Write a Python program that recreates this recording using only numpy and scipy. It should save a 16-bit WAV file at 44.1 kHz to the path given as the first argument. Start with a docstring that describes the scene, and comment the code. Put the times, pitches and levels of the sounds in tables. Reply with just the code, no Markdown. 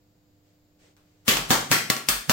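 """A kitchen knife stabs six times through the taut film lid of a food tray on a worktop.
Each stab is a low press and lead-in noise, a filtered snap with fluttering noise, and decaying sines for the
knock and ring of the tray; dense decaying noise is the hard-walled kitchen ringing on.
Smaller, duller snaps are the ticking blade, and soft low sines sway around some stabs.
Behind lie coloured noise for room air, an arm's rustle from before the first stab, and a faint appliance hum."""
import sys
import numpy as np
from scipy import signal
from scipy.fft import rfft, irfft
from scipy.io import wavfile
from scipy.ndimage import uniform_filter1d

SR = 44100
rng = np.random.default_rng(int(sys.argv[2]) if len(sys.argv) > 2 else 0)


def pcm_store(signal):
    """Save signal as 16-bit PCM."""
    levels = np.round(np.clip(np.atleast_2d(signal), -1, 1) * 32767)
    wavfile.write(sys.argv[1], SR, levels.astype(np.int16).T)


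N = 102356  # length in samples

# Colour of the pop in the room. Each row: frequency in Hz, relative density in dB per Hz.
POP = [(30, -36), (80, -14), (130, 0.5), (230, -2.5), (330, -2.5), (650, 0.5), (1200, 3.5), (2200, -1),
       (3500, -1), (5500, -3.5), (8800, -5), (10500, -12), (11600, -6), (12600, -7), (15600, -6.5)]
TAIL_DB = 16  # base level of the kitchen's answer to stabs and ticks


def amp(db):
    """Decibels to gain."""
    return 10 ** (np.asarray(db) / 20)


def unit(x):
    """Scales to rms 1."""
    return x / np.sqrt(np.mean(x ** 2) + 1e-20)


def read(points, hz):
    """Reads a table on a log-frequency axis."""
    f, value = np.transpose(points)
    return np.interp(np.log(hz + 1), np.log(f), value)


def bump(f, hz, octaves):
    """A bell of height 1 on a log-frequency axis."""
    return np.exp(-(np.log2((f + 1) / hz) / octaves) ** 2)


def slope(f):
    """Octaves climbed above 100 Hz, flattening out below it."""
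    return np.log2(1 + f / 100)


def pan(db):
    """Left and right gains for a level difference, positive to the left."""
    return amp(np.array([[db], [-db]]) / 2)


def add(mix, s, sound):
    """Mixes a stereo sound in at a time in seconds."""
    part = mix[:, round(s * SR):][:, :sound.shape[1]]
    part += sound[:, :part.shape[1]]


def colour(x, curve, size=4096):
    """Causal minimum-phase filter of unit energy from a function giving dB at each frequency."""
    hz = np.abs(np.fft.fftfreq(size, 1 / SR))
    log_gain = np.log(amp(curve(hz)))
    spectrum = np.exp(np.conj(signal.hilbert(log_gain)))
    taps = np.fft.ifft(spectrum).real[:size // 2]
    taps = taps / np.linalg.norm(taps)
    return signal.fftconvolve(x, taps[None], axes=1)[:, :x.shape[1]]


def paired(x):
    """Makes two unrelated channels alike in the bass, as at two close microphones."""
    # Each row: frequency in Hz, left-right likeness from 0 to 1.
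    likeness = [(30, 0.41), (150, 0.99), (350, 0.78), (700, 0.055), (2000, 0.054), (16000, 0.094)]
    size = x.shape[1]
    a, b = rfft(x)
    c = read(likeness, np.fft.rfftfreq(size, 1 / SR))
    shared = np.sqrt((1 + c) / 2) * a
    opposed = np.sqrt((1 - c) / 2) * b
    return irfft(np.array([shared + opposed, shared - opposed]), size)


def noise(spectrum, size):
    """Stereo noise of a given colour at rms 1."""
    hiss = paired(rng.standard_normal((2, size)))
    return unit(colour(hiss, lambda f: read(spectrum, f)))


def room_air(level_db=-65.5):
    """Room air: steady coloured noise."""
    # Each row: frequency in Hz, relative density in dB per Hz.
    air_colour = [(20, -6.5), (45, -5.5), (100, -3.5), (180, -6), (240, -10), (450, -14.5), (700, -15.5),
                  (1050, -22.5), (3000, -27.5), (5000, -24.5), (5900, -32), (7100, -24), (8700, -37.5),
                  (10500, -41), (12000, -30), (16000, -28.5)]
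    return amp(level_db) * noise(air_colour, N)


def appliance_hum():
    """An appliance's hum: steady sines whose phases waver slowly and independently."""
    # Partials of the hum. Each row: frequency in Hz, rms level in dB.
    partials = [(100.5, -70.5), (172, -76), (300.7, -68.5), (500.6, -79), (601.5, -86.5), (702, -85.5)]
    t = np.arange(N) / SR
    out = np.zeros(N)
    for hz, db in partials:
        waver = unit(uniform_filter1d(rng.standard_normal(N), size=9000))
        phase = 2 * np.pi * (hz * t + rng.random()) + 0.33 * waver
        out += amp(db) * np.sqrt(2) * np.sin(phase)
    return out


def arm_rustles():
    """The arm reaches in: sleeve noise swells and fades."""
    # Each row: start in seconds, length in seconds, level in dB.
    rustles = [(0.427, 0.19, -72.5), (.785, 0.17, -61.5), (1.0, 0.41, -72)]
    # Colour of the sleeve. Each row: frequency in Hz, relative density in dB per Hz.
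    sleeve = [(100, -11.5), (500, 19.5), (1000, 4), (2200, 9), (4500, 5.5), (8000, 3.5), (11000, -13),
              (16000, -20.5)]
    out = np.zeros((2, N))
    for s, length, db in rustles:
        u = np.linspace(0, 1, round(length * SR))
        swell = np.sin(np.pi * u ** 0.66)
        add(out, s, amp(db) * swell * noise(sleeve, len(u)))
    return out


def background():
    """Air, hum and rustle together, leaning slightly right."""
    return (room_air() + appliance_hum() + arm_rustles()) * pan(-0.99)


def sways(sway_hz=45):
    """A deep, soft sine wobble swells and fades around some stabs."""
    # Each row: start in seconds, length in seconds, level in dB.
    wobbles = [(1.308, .20, -42), (1.496, 0.17, -45), (2.095, 0.14, -41)]
    out = np.zeros((2, N))
    for s, length, db in wobbles:
        t = np.arange(0, length, 1 / SR)
        swell = np.sin(np.pi * (t / length) ** 0.63)
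        add(out, s, amp(db) * swell * np.sin(2 * np.pi * sway_hz * t) * pan(-1.4))
    return out


def kitchen(build_s=0.0019, lumpy=0.37, size=32768):
    """Dense reflections that build up fast, each band dying at its own speed."""
    # Decay of the hard-walled room. Each row: frequency in Hz, time to fall by 60 dB in seconds.
    decay = [(60, 0.41), (150, 0.55), (400, 0.44), (1040, 0.4), (2760, 0.45), (7280, 0.42), (15000, 0.29)]
    t = np.arange(size) / SR
    taps = rng.standard_normal((2, size)) * np.exp(lumpy * rng.standard_normal((2, size)))
    hz, at, z = signal.stft(paired(taps), SR, nperseg=256)
    dying = z * amp(-60 * at / read(decay, hz)[:, None])
    tail = signal.istft(dying, SR)[1][:, :size]
    return unit(tail * (1 - np.exp(-t / build_s))) / np.sqrt(size)


def crack(size=4096):
    """The film splits: a pressure snap, a brief flutter of the torn edges, and echoes off the worktop."""
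    # Colour of the direct crack. Each row: frequency in Hz, relative density in dB per Hz.
    crack_colour = [(40, -8), (200, 2.5), (600, 1), (1500, 3), (4000, 3), (7000, 7), (10500, -4.5),
                    (13000, -2), (16000, 2.5)]
    snap_db, snap_s, right_lag_s = 0, 0.00006, 0.00005
    flutter_db, flutter_s, early_db, early_s = -1, 0.00044, -17, 0.0082
    t = np.arange(size) / SR
    u = np.maximum(t - np.array([[0], [right_lag_s]]), 0) / snap_s
    snap = amp(snap_db) * u * (2 - u) * np.exp(-u) * np.e  # swings up, then below zero
    flutter = amp(flutter_db) * np.exp(-t / flutter_s)
    echoes = amp(early_db) * np.exp(-t / early_s)
    onset = np.minimum(u / 2, 1)
    scatter = (flutter + echoes) * onset * paired(rng.standard_normal((2, size)))
    return colour(snap + scatter, lambda f: read(crack_colour, f))


def ticks(crack_db=-4, crack_tilt=-1.2, room_tilt=-1.4):
    """Smaller, duller snaps of the knife, in the hand and then catching in the slit; tilts in dB per octave."""
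    # Each row: time in seconds, relative snap level in dB, relative room level in dB.
    catches = [(.967, -48, -48), (1.3095, -16, -16.5), (1.3157, -12, -11.5), (1.3704, -5.5, -13),
               (1.5340, -15, -12.5), (1.9660, -14.5, -22)]
    out = np.zeros((2, N))
    for s, db, room_db in catches:
        snap = colour(crack(), lambda f: crack_tilt * slope(f))
        add(out, s, amp(db + crack_db) * snap)
        tail = colour(kitchen(), lambda f: read(POP, f) + room_tilt * slope(f))
        add(out, s, amp(TAIL_DB + room_db) * tail)
    return out


def press(level_db=-29, press_s=0.005, press_hz=148, size=2048):
    """The tip pushes the film down for a few milliseconds before it gives way: a growing low sine."""
    before = np.arange(size)[::-1] / SR
    push = np.exp(-before / press_s) * np.sin(-2 * np.pi * press_hz * before)
    return amp(level_db) * push * pan(-13)


def lead_in_noise(level_db=-29.5, swell_s=0.0085, grain=1.0, size=1400):
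    """A short grainy noise swells into each burst."""
    before = np.arange(size)[::-1] / SR
    grains = np.exp(grain * rng.standard_normal(size))
    grainy = unit(noise(POP, size) * grains)
    return amp(level_db) * np.exp(-before / swell_s) * grainy * pan(3.2)


def torn(x, tear_s=0.0032, tear_share=0.42, size=512):
    """The slit opens in a quick random run of snaps, which gives each pop its own uneven colour."""
    run = rng.standard_normal(size) * np.exp(-np.arange(size) / SR / tear_s)
    run *= tear_share / np.linalg.norm(run)
    run[0] = 1  # the first, strongest snap
    return signal.lfilter(run / np.linalg.norm(run), 1, x)


def ring(modes, spread, uneven_db, size=24000):
    """Dying modes; each blow varies their levels, pitches and left and right phases (spread in radians)."""
    t = np.arange(size) / SR
    out = np.zeros((2, size))
    for hz, db, t60 in modes:
        v = rng.standard_normal(4)
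        level = amp(db + uneven_db * v[0] - 60 * t / t60)
        pitch = hz * (1 + 0.0017 * v[1])
        out += level * np.sin(2 * np.pi * pitch * t + spread * v[2:, None])
    return out


def thump(level_db=-23.5, low_hz=106.5):
    """The tray knocks on the worktop in a few low modes; it is too small to push deep bass."""
    # Each row: frequency in Hz, relative level in dB, time to fall by 60 dB in seconds.
    blow = [(128, -7, 0.23), (184, 1, 0.047), (226.4, 2, 0.071), (413.5, -7.5, 0.085)]
    high_pass = signal.butter(3, low_hz, "high", fs=SR, output="sos")
    knock = signal.sosfilt(high_pass, ring(blow, spread=0.4, uneven_db=1))
    return -amp(level_db) * knock * pan(-4)


def tray_ring(level_db=-33):
    """The struck tray and worktop ring in many modes."""
    # Each row: frequency in Hz, relative level in dB, time to fall by 60 dB in seconds.
    tray_modes = [(139, -12, 0.18), (228.9, -4, 0.55), (376.7, -5, 0.31), (564, -12, 0.39),
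                  (624, -7.5, 0.38), (764, -1, 0.25), (986, -11, 0.17), (1120, 3, 0.31), (1163, 2.5, 0.2),
                  (1376, 0, 0.42), (1614, -10, 0.34), (1680, -7, 0.54), (1815, -2, 0.36), (1930, -4, 0.47),
                  (2106, -8, 0.62), (3135, -6.5, 0.36), (3580, 1.5, 0.21)]
    return amp(level_db) * ring(tray_modes, spread=0.72, uneven_db=2.5)


def stabs(film_octaves=0.17, crack_tilt=1.23, same_path=0.61):
    """Press, lead-in noise, crack, thump, tray ring and room; all stabs share part of their echoes."""
    # Each row: burst time in seconds, then relative levels in dB of crack, room, thump, press, lead-in noise
    # and tray ring, brightness in dB per octave, hollow of the tray in dB, lower film resonance in Hz, its dB,
    # upper film resonance in Hz, its dB. The crack takes the colour columns times crack_tilt.
    blows = [(1.2804, -2, 1, 0, -23, 0.5, 0, 0, -6.5, 2910, 4.5, 7400, -1),
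             (1.5058, -3.5, 0.5, 2, 4.5, 4.5, -0.5, -.5, 0.5, 1620, 0.5, 8240, 1.5),
             (1.7146, -3, 1, 0, 7, 3, 1.5, -0.17, -4.5, 2170, 5, 7100, 0.5),
             (1.9007, 2.5, -7.5, -2.5, -6, -7, -0.5, -0.2, -2.5, 2000, 4, 4300, 2.5),
             (2.0872, 5, -2.5, -8, -9, -3.5, -5, 1.6, -3, 4970, 0.5, 8900, 2),
             (2.2962, 0.5, -1.5, 3, 4, -1.5, -2, -0.5, 0, 2040, 0.5, 7400, 1)]
    hollow_hz, hollow_octaves = 880, 0.63
    out = np.zeros((2, N))
    echoes = kitchen()
    for (s, crack_db, room_db, thump_db, press_db, lead_in_db, tray_db,
         tilt, hollow_db, low_hz, low_db, high_hz, high_db) in blows:
        def film(f):
            low = low_db * bump(f, low_hz, film_octaves)
            high = high_db * bump(f, high_hz, film_octaves)
            hollow = hollow_db * bump(f, hollow_hz, hollow_octaves)
            return low + high + hollow + tilt * slope(f)

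        # press and lead-in noise end at the burst
        for lead in amp(press_db) * press(), amp(lead_in_db) * lead_in_noise():
            add(out, s - lead.shape[1] / SR, lead)
        add(out, s, amp(crack_db) * colour(crack(), lambda f: crack_tilt * film(f)))
        add(out, s, amp(thump_db) * thump())
        add(out, s, amp(tray_db) * tray_ring())
        tail = same_path * echoes + np.sqrt(1 - same_path ** 2) * kitchen()
        pop = torn(colour(tail, lambda f: read(POP, f) + film(f)))
        add(out, s, amp(TAIL_DB + room_db) * pop)
    return out


def scene():
    """The stabs in the quiet kitchen."""
    return background() + sways() + ticks() + stabs()


def record(dry, ceiling=0.66, cut_hz=15950):
    """Microphone colour, soft overload on the pops, band limit."""
    # The two microphones differ. Each row: frequency in Hz, left minus right in dB.
    ports = [(30, -2.5), (80, 0.5), (200, -1.5), (600, -1), (1300, 2.5), (2800, 0.5), (5500, 0), (9500, 4),
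             (14000, -0.7)]
    left = colour(dry[:1], lambda f: read(ports, f) / 2)
    right = colour(dry[1:], lambda f: -read(ports, f) / 2)
    x = np.vstack([left, right]) * pan(1.2)
    x = x / (1 + (x / ceiling) ** 4) ** (1 / 4)
    low_pass = signal.firwin(401, cut_hz, window=("kaiser", 8), fs=SR)
    return signal.oaconvolve(x, low_pass[None], "same")


dry = scene()
out = record(dry)
pcm_store(out)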